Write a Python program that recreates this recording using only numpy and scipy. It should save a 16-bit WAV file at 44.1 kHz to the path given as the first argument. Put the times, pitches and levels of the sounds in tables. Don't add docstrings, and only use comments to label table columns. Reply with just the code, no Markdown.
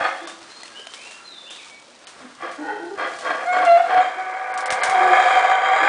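import sys
import numpy as np
from scipy import signal
from scipy.io import wavfile
from scipy.ndimage import uniform_filter1d, minimum_filter1d

SR = 44100
rng = np.random.default_rng(int(sys.argv[2]) if len(sys.argv) > 2 else 0)


def voltage_ratio(decibels):
    exponent = np.asarray(decibels, float) / 20
    return 10 ** exponent


def log_audio(samples):
    frames = np.atleast_2d(samples).T
    limited = np.clip(frames, -1, 1)
    pcm = np.round(limited * 32767).astype(np.int16)
    wavfile.write(sys.argv[1], SR, pcm)


N = 259370
T = np.arange(N) / SR

# (time [s], frequency [Hz])
SAC_HZ = [(2.95, 700), (3.5, 720), (4.1, 756), (5.0, 750), (5.6, 744.5), (5.88, 797)]


def evened(x):
    return x / np.sqrt(np.mean(x ** 2) + 1e-20)


def read(points, hz):
    f, value = np.transpose(points)
    return np.interp(np.log(hz + 1), np.log(f + 1), value)


def played(rows):
    s, *columns = np.transpose(rows)
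    span = slice(max(round(s[0] * SR), 0), min(round(s[-1] * SR), N))
    since_start_s = T[span] - s[0] + (s[0] < .01)
    to_end_s = s[-1] - T[span] + (s[-1] > T[-1] - .01)
    ends = np.clip(np.minimum(since_start_s, to_end_s) / .015, 0, 1)
    return span, ends, [np.interp(T[span], s, c) for c in columns]


def held(start_s, length_s, rise, fall, *columns):
    return np.transpose([start_s + length_s * np.array([0, rise, 1 - fall, 1]), *columns])


def swells(events, rest_db):
    return rest_db + sum(rise_db * np.exp(-((T - s) / width_s) ** 2) for s, width_s, rise_db in events)


def wobble(count, size):
    return evened(uniform_filter1d(uniform_filter1d(rng.standard_normal(count), size), size))


def coloured(points, patchy_db):
    frames, hz = N // 128 + 5, np.fft.rfftfreq(512, 1 / SR)
    a, b, patches = rng.standard_normal((frames, 257, 3)).T
    patches = evened(uniform_filter1d(uniform_filter1d(patches, 5, 0), 24, 1))
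    z = (a + 1j * b) * voltage_ratio(read(points, hz)[:, None] + patchy_db * patches)
    return evened(signal.istft(z, nperseg=512, noverlap=384)[1][:N])


def resonate(x, hz, width_hz):
    r = np.exp(-np.pi * width_hz / SR)
    if np.ndim(hz) == 0:
        return 2 * signal.lfilter([1 - r], [1, -r * np.exp(2j * np.pi * hz / SR)], x).real
    turn = np.exp(2j * np.pi * np.cumsum(hz) / SR)
    return 2 * (turn * signal.lfilter([1 - r], [1, -r], x / turn)).real


def highpass(x, order, hz):
    return signal.sosfilt(signal.butter(order, hz, "high", fs=SR, output="sos"), x)


def folds(count, rate_hz, jitter, puff):
    turns = np.cumsum(rate_hz * np.exp(jitter * wobble(count, size=150))) / SR
    pulses = np.diff(np.floor(turns), prepend=0) * voltage_ratio(2.75 * rng.standard_normal(count))
    puffs = (0.56 + np.exp(-(turns % 1) / 0.43)) * rng.standard_normal(count)
    return evened((1 - puff) * evened(pulses) + puff * evened(puffs))


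def voice(span, effort, bright_db, low_mouth, high_mouth, throat, rate_hz, puff):
    drive = folds(len(effort), rate_hz=rate_hz, jitter=.5, puff=puff)
    low, high, out, split_hz = 0, 0, np.zeros(N), 2850
    for hz, width_hz, db in throat:
        at_hz = hz * (low_mouth if hz < split_hz else high_mouth)
        mode = voltage_ratio(db) * resonate(resonate(drive, at_hz, 1.25 * width_hz), at_hz, 2.2 * width_hz)
        if hz < split_hz:
            low = low + mode
        else:
            high = high + mode
    unsteady = voltage_ratio(0.69 * wobble(len(effort), size=600))
    out[span] = effort * unsteady * (evened(low) + voltage_ratio(bright_db) * evened(high))
    return out


def barks():
    # (full voice [s], effort [dB], hold [s], mouth opening [factor on throat], brightness [dB])
    bark_rows = [
        (0.0, -18.5, .06, 1.045, -16),
        (0.2, -38, .09, 0.985, -20),
        (2.21, -46.5, .05, 0.94, -20),
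        (2.437, -24.5, 0.024, 0.99, -20),
        (3.007, -21, .05, .99, -18.5),
        (3.259, -21, .075, 0.96, -18),
        (3.4, -29, 0.019, 1.0, -24),
        (3.54, -20.5, .09, 0.96, -19),
        (3.771, -26.5, 0.028, 1.09, -16),
        (3.9, -19, 0.089, .97, -19),
    ]
    # (resonance [Hz], width [Hz], level [dB])
    bark_throat = [(351, 54, -14.5), (533.7, 41.6, -4.5), (720, 191, -1), (933, 103, -7), (1164, 133, 0.5),
                   (1367, 180, -6.5), (1634, 66, -1), (1990, 100, -6.5), (2346, 110, -10.5),
                   (2540, 69, -24), (3265, 60, -9.5), (3645, 78, -20.5), (4326, 47, -16.5), (5170, 64, -24)]
    rise_s, fall_s, ends_db = .065, .16, -26.5
    out = np.zeros(N)
    for s, db, hold_s, mouth, bright_db in bark_rows:
        rows = [(s - rise_s, db + ends_db), (s, db), (s + hold_s, db), (s + hold_s + fall_s, db + ends_db)]
        span, ends, (effort_db,) = played(rows)
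        high_mouth = max(mouth - .035, .985)
        out += voice(span, ends * voltage_ratio(effort_db), bright_db, mouth, high_mouth, bark_throat, rate_hz=110, puff=0.54)
    return out


def leaves():
    # (middle [s], width [s], rise [dB])
    strokes = [
        (0.0, 0.34, 7.5),
        (0.62, .25, 5.5),
        (1.05, 0.17, 7.5),
        (1.6, 0.13, 7),
        (2.6, .2, 2),
        (3.19, 0.15, 8),
        (3.65, 0.41, 7),
        (4.9, .25, 9.5),
        (5.32, 0.25, 11),
        (5.88, .08, 5.5),
    ]
    # (frequency [Hz], density [dB per Hz])
    leaf_spectrum = [(180, -32.5), (300, -1), (531, -21), (732, -30), (912, -1), (1370, -9), (3990, -4),
                     (9890, -13), (12900, -44.5), (21800, -120)]
    level_db = swells(strokes, rest_db=-58.5)
    grains = voltage_ratio(2.7 * np.minimum(rng.exponential(1, N), 5)) * (rng.random(N) < 350 / SR)
    grains = evened(signal.lfilter([1], [1, -.985], grains))
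    hiss = coloured(leaf_spectrum, patchy_db=.8)
    return voltage_ratio(level_db + 6.5) * hiss * evened(1 + 0.46 * grains)


def rumble():
    # (middle [s], width [s], rise [dB])
    puff_rows = [
        (0.0, .1, 21),
        (0.36, .15, 12),
        (1.76, 0.11, 9.9),
        (2.5, 0.47, 14),
        (3.15, 0.28, 13),
        (3.88, 0.25, 11),
        (4.7, .3, 12),
        (5.08, 0.2, 18),
        (5.88, 0.12, 21),
    ]
    lumps = coloured([(30, 3), (80, -6.0), (150, 13), (260, 10.5), (500, -46), (900, -86.5)], patchy_db=2.0)
    return voltage_ratio(swells(puff_rows, rest_db=-74.5)) * lumps


def air():
    # (frequency [Hz], density [dB per Hz])
    hush_spectrum = [(15, -72), (25, -38), (97, -22.5), (155, -35.5), (210, -1.5), (355, 2), (402, -26),
                     (456, 3.5), (2100, -8), (2320, -10), (9890, -37), (12900, -52.5), (21800, -120)]
    return voltage_ratio(-53.0) * coloured(hush_spectrum, patchy_db=3.0)


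def bumps():
    # (time [s], peak [dB])
    bump_rows = [(2.976, -44), (3.947, -39), (3.978, -32.5), (4.699, -42), (4.724, -29), (4.889, -33),
                 (5.059, -37), (5.839, -35.5), (0.01, -33.5), (4.84, -41), (5.13, -40), (5.19, -45),
                 (5.29, -43), (5.45, -49)]
    out, t = np.zeros(N + SR), np.arange(12000) / SR
    u = t / 0.0012
    push = u * (2 - u) * np.exp(-u)
    for s, peak_db in bump_rows:
        out[round(s * SR):][:len(t)] += voltage_ratio(peak_db + 5.0) * push
    return out[:N]


def bird():
    # (start [s], glide [s], first pitch [Hz], held pitch [Hz], level [dB])
    notes_held = [
        (0.18, .09, 3260, 3640, -45.5),
        (0.745, 0.052, 2800, 3100, -38),
        (0.935, .15, 2044, 2760, -41),
        (1.235, .15, 4180, 3540, -39.5),
        (1.575, .03, 2790, 2260, -40.5),
    ]
    # (start [s], glide [s], first pitch [Hz], last pitch [Hz], level [dB])
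    slurs = [
        (0.485, .14, 4120, 4290, -45),
        (1.452, .085, 2450, 3896, -39.5),
    ]
    hold_s, slur_hold_s = 0.12, .012
    start_db, fade_db, tremble_db = -3.5, -17.5, 2.5
    out = np.zeros(N)
    holds_s = [hold_s] * len(notes_held) + [slur_hold_s] * len(slurs)
    for (s, glide_s, first_hz, held_hz, db), stay_s in zip(notes_held + slurs, holds_s):
        rows = [(s, 0, start_db), (s + glide_s, 1, 0), (s + glide_s + stay_s, 1, fade_db)]
        span, ends, (u, level_db) = played(rows)
        if stay_s > slur_hold_s:
            u = np.sin(np.pi * u / 2) ** (1 if held_hz > first_hz else 2)
        hz = first_hz + (held_hz - first_hz) * u
        level_db = db + level_db + tremble_db * wobble(len(u), size=300)
        out[span] += voltage_ratio(level_db + 2.5) * ends * np.sin(2 * np.pi * np.cumsum(hz) / SR)
    return out


def moans():
    # (start [s], length [s], first pitch [Hz], last pitch [Hz], level [dB])
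    moan_rows = [(0.198, 0.11, 334.4, 329.6, -39.5), (2.196, 0.093, 269, 244, -42.5),
                 (2.422, 0.049, 343, 334, -32.5), (2.573, 0.12, 284.7, 333.7, -31),
                 (2.7, .08, 419.4, 415, -35), (2.789, .11, 333, 352, -32), (2.898, .065, 397, 403, -33.5),
                 (4.076, 0.27, 377.6, 365, -43.5), (4.938, 0.24, 384.6, 350, -28.5),
                 (5.792, .1, 319, 324, -36), (0.681, .22, 1625, 1600, -53), (1.179, .18, 1380, 1340, -52)]
    ends_db = -8.5
    out = np.zeros(N)
    for s, length_s, first_hz, last_hz, db in moan_rows:
        rows = held(s, length_s, 0.26, .25, np.linspace(first_hz, last_hz, 4),
                    db + ends_db * np.array([1, 0, 0, 1]))
        span, ends, (hz, level_db) = played(rows)
        turns = np.cumsum(hz * (1 + 0.011 * wobble(len(hz), size=250))) / SR
        tone = sum(voltage_ratio(-11.0 * k) * np.cos(2 * np.pi * (k + 1) * turns) for k in range(3))
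        out[span] += voltage_ratio(level_db + 3.95 * wobble(len(hz), size=500)) * ends * evened(tone)
    return out


def snaps():
    # (time [s], peak [dB], ring pitch [Hz], tail t60 [s])
    snap_rows = [(0.2732, -29, 1090, .23), (0.2971, -34, 3520, 0.27), (0.633, -28, 2000, 0.017),
                 (0.6562, -36, 1890, .14), (0.8705, -28.5, 3060, 0.027), (0.9373, -29, 3140, 0.17),
                 (1.1116, -33.5, 2760, 0.37), (1.507, -33, 2720, .3), (1.6985, -38.5, 2260, .09),
                 (2.0702, -32.5, 3010, 0.65), (2.514, -36, 1270, .3), (2.9746, -43.5, 1520, 0.37),
                 (3.1881, -31, 1130, 0.17), (3.6504, -28, 2170, 0.17), (4.5406, -31, 1165, 0.046),
                 (4.5765, -25, 1120, .14), (4.607, -29, 1240, 0.14), (4.6591, -23, 1180, 0.1),
                 (4.7044, -17, 1690, .09), (4.723, -19.5, 1620, 0.17), (4.8344, -15.5, 1620, 0.2),
                 (4.8972, -22, 1195, 0.18)]
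    # (time [s], peak [dB], ring pitch [Hz], tail t60 [s])
    knocks = [
        (0.796, -38, 450, .03),
        (0.868, -37, 670, .03),
        (1.667, -43.5, 1220, .03),
    ]
    out, t = np.zeros(N + SR), np.arange(12000) / SR
    noise = rng.standard_normal((len(snap_rows + knocks), len(t)))
    noise = signal.lfilter([1], [1, -.45], noise)
    rings_db = [-3] * len(snap_rows) + [4] * len(knocks)
    for (s, peak_db, hz, t60_s), ring_db, grain in zip(snap_rows + knocks, rings_db, noise):
        tail = 0.35 * voltage_ratio(-60 * t / np.clip(t60_s, .03, .35))
        crack = grain * (0.69 * voltage_ratio(-60 * t / 0.0041) + tail)
        ring = np.sin(2 * np.pi * hz * t) * voltage_ratio(ring_db - 60 * t / 0.029)
        out[round(s * SR):][:len(t)] += voltage_ratio(peak_db + 2.0) * (crack + 1.07 * ring)
    return highpass(out, 2, 450)[:N]


def far_troop():
    # (time [s], level [dB])
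    murmur = [(0.4, -48.5), (1.39, -51), (1.81, -61), (2.27, -45.5), (2.4, -57)]
    span, ends, (level_db,) = played(murmur)
    drive = rng.standard_normal(len(ends))
    modes = [(482, 130, -2.5), (700, 380, 2.5), (1245, 410, 7), (1620, 230, -6.0)]  # (Hz, width Hz, dB)
    throat = sum(voltage_ratio(db) * resonate(drive, hz, width_hz) for hz, width_hz, db in modes)
    out = np.zeros(N)
    swell = voltage_ratio(1.5 * wobble(len(ends), size=1500))
    out[span] = voltage_ratio(level_db) * ends * evened(throat) * swell
    return out


def gasp():
    # (time [s], level [dB])
    gasp_level = [(2.57, -46), (2.7, -30), (2.87, -44.5), (2.95, -51.5)]
    # (resonance [Hz], width [Hz], level [dB])
    gasp_throat = [(471, 100, -4), (835, 78, 2.5), (1476, 99, -0.5), (1876, 73, -6), (2590, 74, -19),
                   (3150, 50, -19), (4150, 62, -26)]
    out = np.zeros(N)
    span, ends, (level_db,) = played(gasp_level)
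    drive = folds(len(ends), rate_hz=150, jitter=0.36, puff=0.52)
    throat = 0
    for hz, width_hz, db in gasp_throat:
        throat = throat + voltage_ratio(db) * evened(resonate(resonate(drive, hz, width_hz), hz, 2 * width_hz))
    out[span] += voltage_ratio(level_db) * ends * throat
    return out


def sac_ring(locked):
    # (time [s], level [dB])
    ring_level = [(3.4, -34), (3.5, -22), (3.84, -28.5), (3.96, -14.5), (4.09, -34.5), (4.88, -23.5),
                  (4.98, -14.5), (5.57, -16.5), (5.6, -20), (5.88, -18.5)]
    out = np.zeros(N)
    span, ends, (level_db,) = played(ring_level)
    hz = np.interp(T[span], *np.transpose(SAC_HZ))
    drive = folds(len(hz), rate_hz=60, jitter=.6, puff=0.7)
    ring = evened(resonate(resonate(drive, hz, 45), hz, 120))
    ring /= (uniform_filter1d(ring ** 2, size=240) + .05) ** .19
    ring = resonate(ring, hz, 77)
    out[span] = voltage_ratio(level_db - 15.8 * locked[span]) * ends * evened(ring)
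    return out


def hoots():
    # (start [s], length [s], pitch [Hz], sag [Hz], level [dB])
    hoot_rows = [
        (3.46, .16, 698, -30, -16.5),
        (3.645, .15, 716, 33, -12),
        (3.942, 0.085, 734, -4.5, -11.5),
        (4.13, 0.219, 762, 14, -25),
        (3.792, 0.029, 717, -5, -9.5),
    ]
    # (multiple [-], level [dB])
    overtones = [
        [(1, 1), (2, -13), (3, -14), (4, -45.5), (5, -40.5), (6, -36), (10, -41.5)],
        [(1, 2.5), (2, -13), (3, -18.5), (4, -25), (5, -29.5), (6, -36), (12, -48.5)],
        [(1, 1), (2, -19.5), (3, -27)],
        [(1, -0.5), (2, -10.5), (3, -16.5)],
        [(1, 0), (2, -15), (3, -18.5), (4, -31.5)],
    ]
    ends_db, rasp_db = -9.5, 7
    out, locked = np.zeros(N), np.zeros(N)
    for (s, length_s, edge_hz, sag_hz, db), partials in zip(hoot_rows, overtones):
        last_hz = np.interp(s + length_s, *np.transpose(SAC_HZ))
        rows = held(s, length_s, 0.24, 0.19, [edge_hz, edge_hz - .93 * sag_hz, edge_hz - sag_hz, last_hz],
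                    db + ends_db * np.array([1, 0, 0, 1]), rasp_db * np.array([1, 0.35, 0.0, 0.89]))
        span, soft, (hz, hoot_db, over_db) = played(rows)
        turns = np.cumsum(hz * (1 + 0.0053 * wobble(len(hz), size=200))) / SR
        for k, partial_db in partials:
            uneven_db = over_db * (k > 1.5) + 1.1 * (k - 1) * wobble(len(hz), size=700)
            level = voltage_ratio(hoot_db + 2.5 + partial_db + uneven_db)
            out[span] += level * soft * np.cos(2 * np.pi * k * turns + k)
        locked[span] = soft
    return out, locked


def roar():
    # (time [s], effort [dB], brightness [dB])
    roar_effort = [(4.0, -22.5, -10.5), (4.12, -33.5, -15), (4.45, -28.5, -27.5), (4.7, -24.5, -25.5),
                   (4.93, -19, -19.5), (5.23, -16, -14.5), (5.56, -19, -15.5), (5.6, -20.5, -15.5),
                   (5.88, -14.5, -16.5)]
    # (time [s], mouth opening [factor on upper throat])
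    roar_mouth = [(4.0, 1.01), (5.0, 1.03), (5.55, 1.008), (5.88, 1.04)]
    # (resonance [Hz], width [Hz], level [dB])
    roar_throat = [(517, 16, -8), (605, 205, -11), (960, 85, -6.5), (1167, 76, -2.5), (1530, 89, -5.5),
                   (1628, 61, -5), (1930, 71, -10.5), (2105, 42, -6), (2260, 53, -8), (2352, 42, -9),
                   (3138, 96, -10), (3637, 43, -15.5), (3850, 86, -21.5), (4694, 56, -22.5),
                   (6400, 110, -32), (6800, 210, -26), (7230, 380, -33)]
    span, ends, (effort_db, bright_db) = played(roar_effort)
    mouth = np.interp(T[span], *np.transpose(roar_mouth))
    low_mouth = 1 + 0.014 * wobble(len(mouth), size=5000)
    out = voice(span, ends * voltage_ratio(effort_db), bright_db, low_mouth, mouth, roar_throat, rate_hz=70, puff=0.56)
    return highpass(out, 2, 400)


def forest(x):
    # (frequency [Hz], t60 [s])
    decay = [(300, 0.8), (1000, 0.59), (3000, 0.68), (8000, 0.41)]
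    taps = np.zeros(SR)
    at = np.arange(400, SR - 20, 20)
    taps[at + rng.integers(0, 20, len(at))] = rng.choice([-1., 1.], len(at))
    hz, t, z = signal.stft(taps, SR, nperseg=256)
    tail = signal.istft(z * voltage_ratio(-60 * t / read(decay, hz)[:, None]), SR, nperseg=256)[1]
    return signal.fftconvolve(x, tail / np.linalg.norm(tail))[:N]


def scene():
    hoot, locked = hoots()
    monkeys = barks() + moans() + gasp() + sac_ring(locked) + hoot + roar()
    monkeys = highpass(monkeys, 4, 230)
    song = bird()
    echoes = forest(voltage_ratio(-10) * monkeys + voltage_ratio(-3) * song)
    far = voltage_ratio(-2.0) * monkeys + voltage_ratio(-5.5) * song + echoes + far_troop()
    near = leaves() + rumble() + bumps() + snaps()
    return (far + near + air())[None]


def top_cut(x):
    return signal.sosfilt(signal.butter(12, 10040, fs=SR, output="sos"), x)


def record(dry):
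    thin = highpass(dry, 1, 70)
    cut = signal.oaconvolve(thin, signal.firwin(511, 10080, window=("kaiser", 9), fs=SR)[None], "same")
    treble = signal.oaconvolve(cut, signal.firwin(255, 5200, pass_zero=False, fs=SR)[None], "same")
    power = uniform_filter1d(treble ** 2, size=160)
    ahead = -minimum_filter1d(-power, size=800, origin=-399)
    lost = uniform_filter1d((power < voltage_ratio(-2 * 12) * ahead) * 1., size=48)
    return top_cut(cut - lost * treble)


dry = scene()
out = record(dry)
log_audio(out)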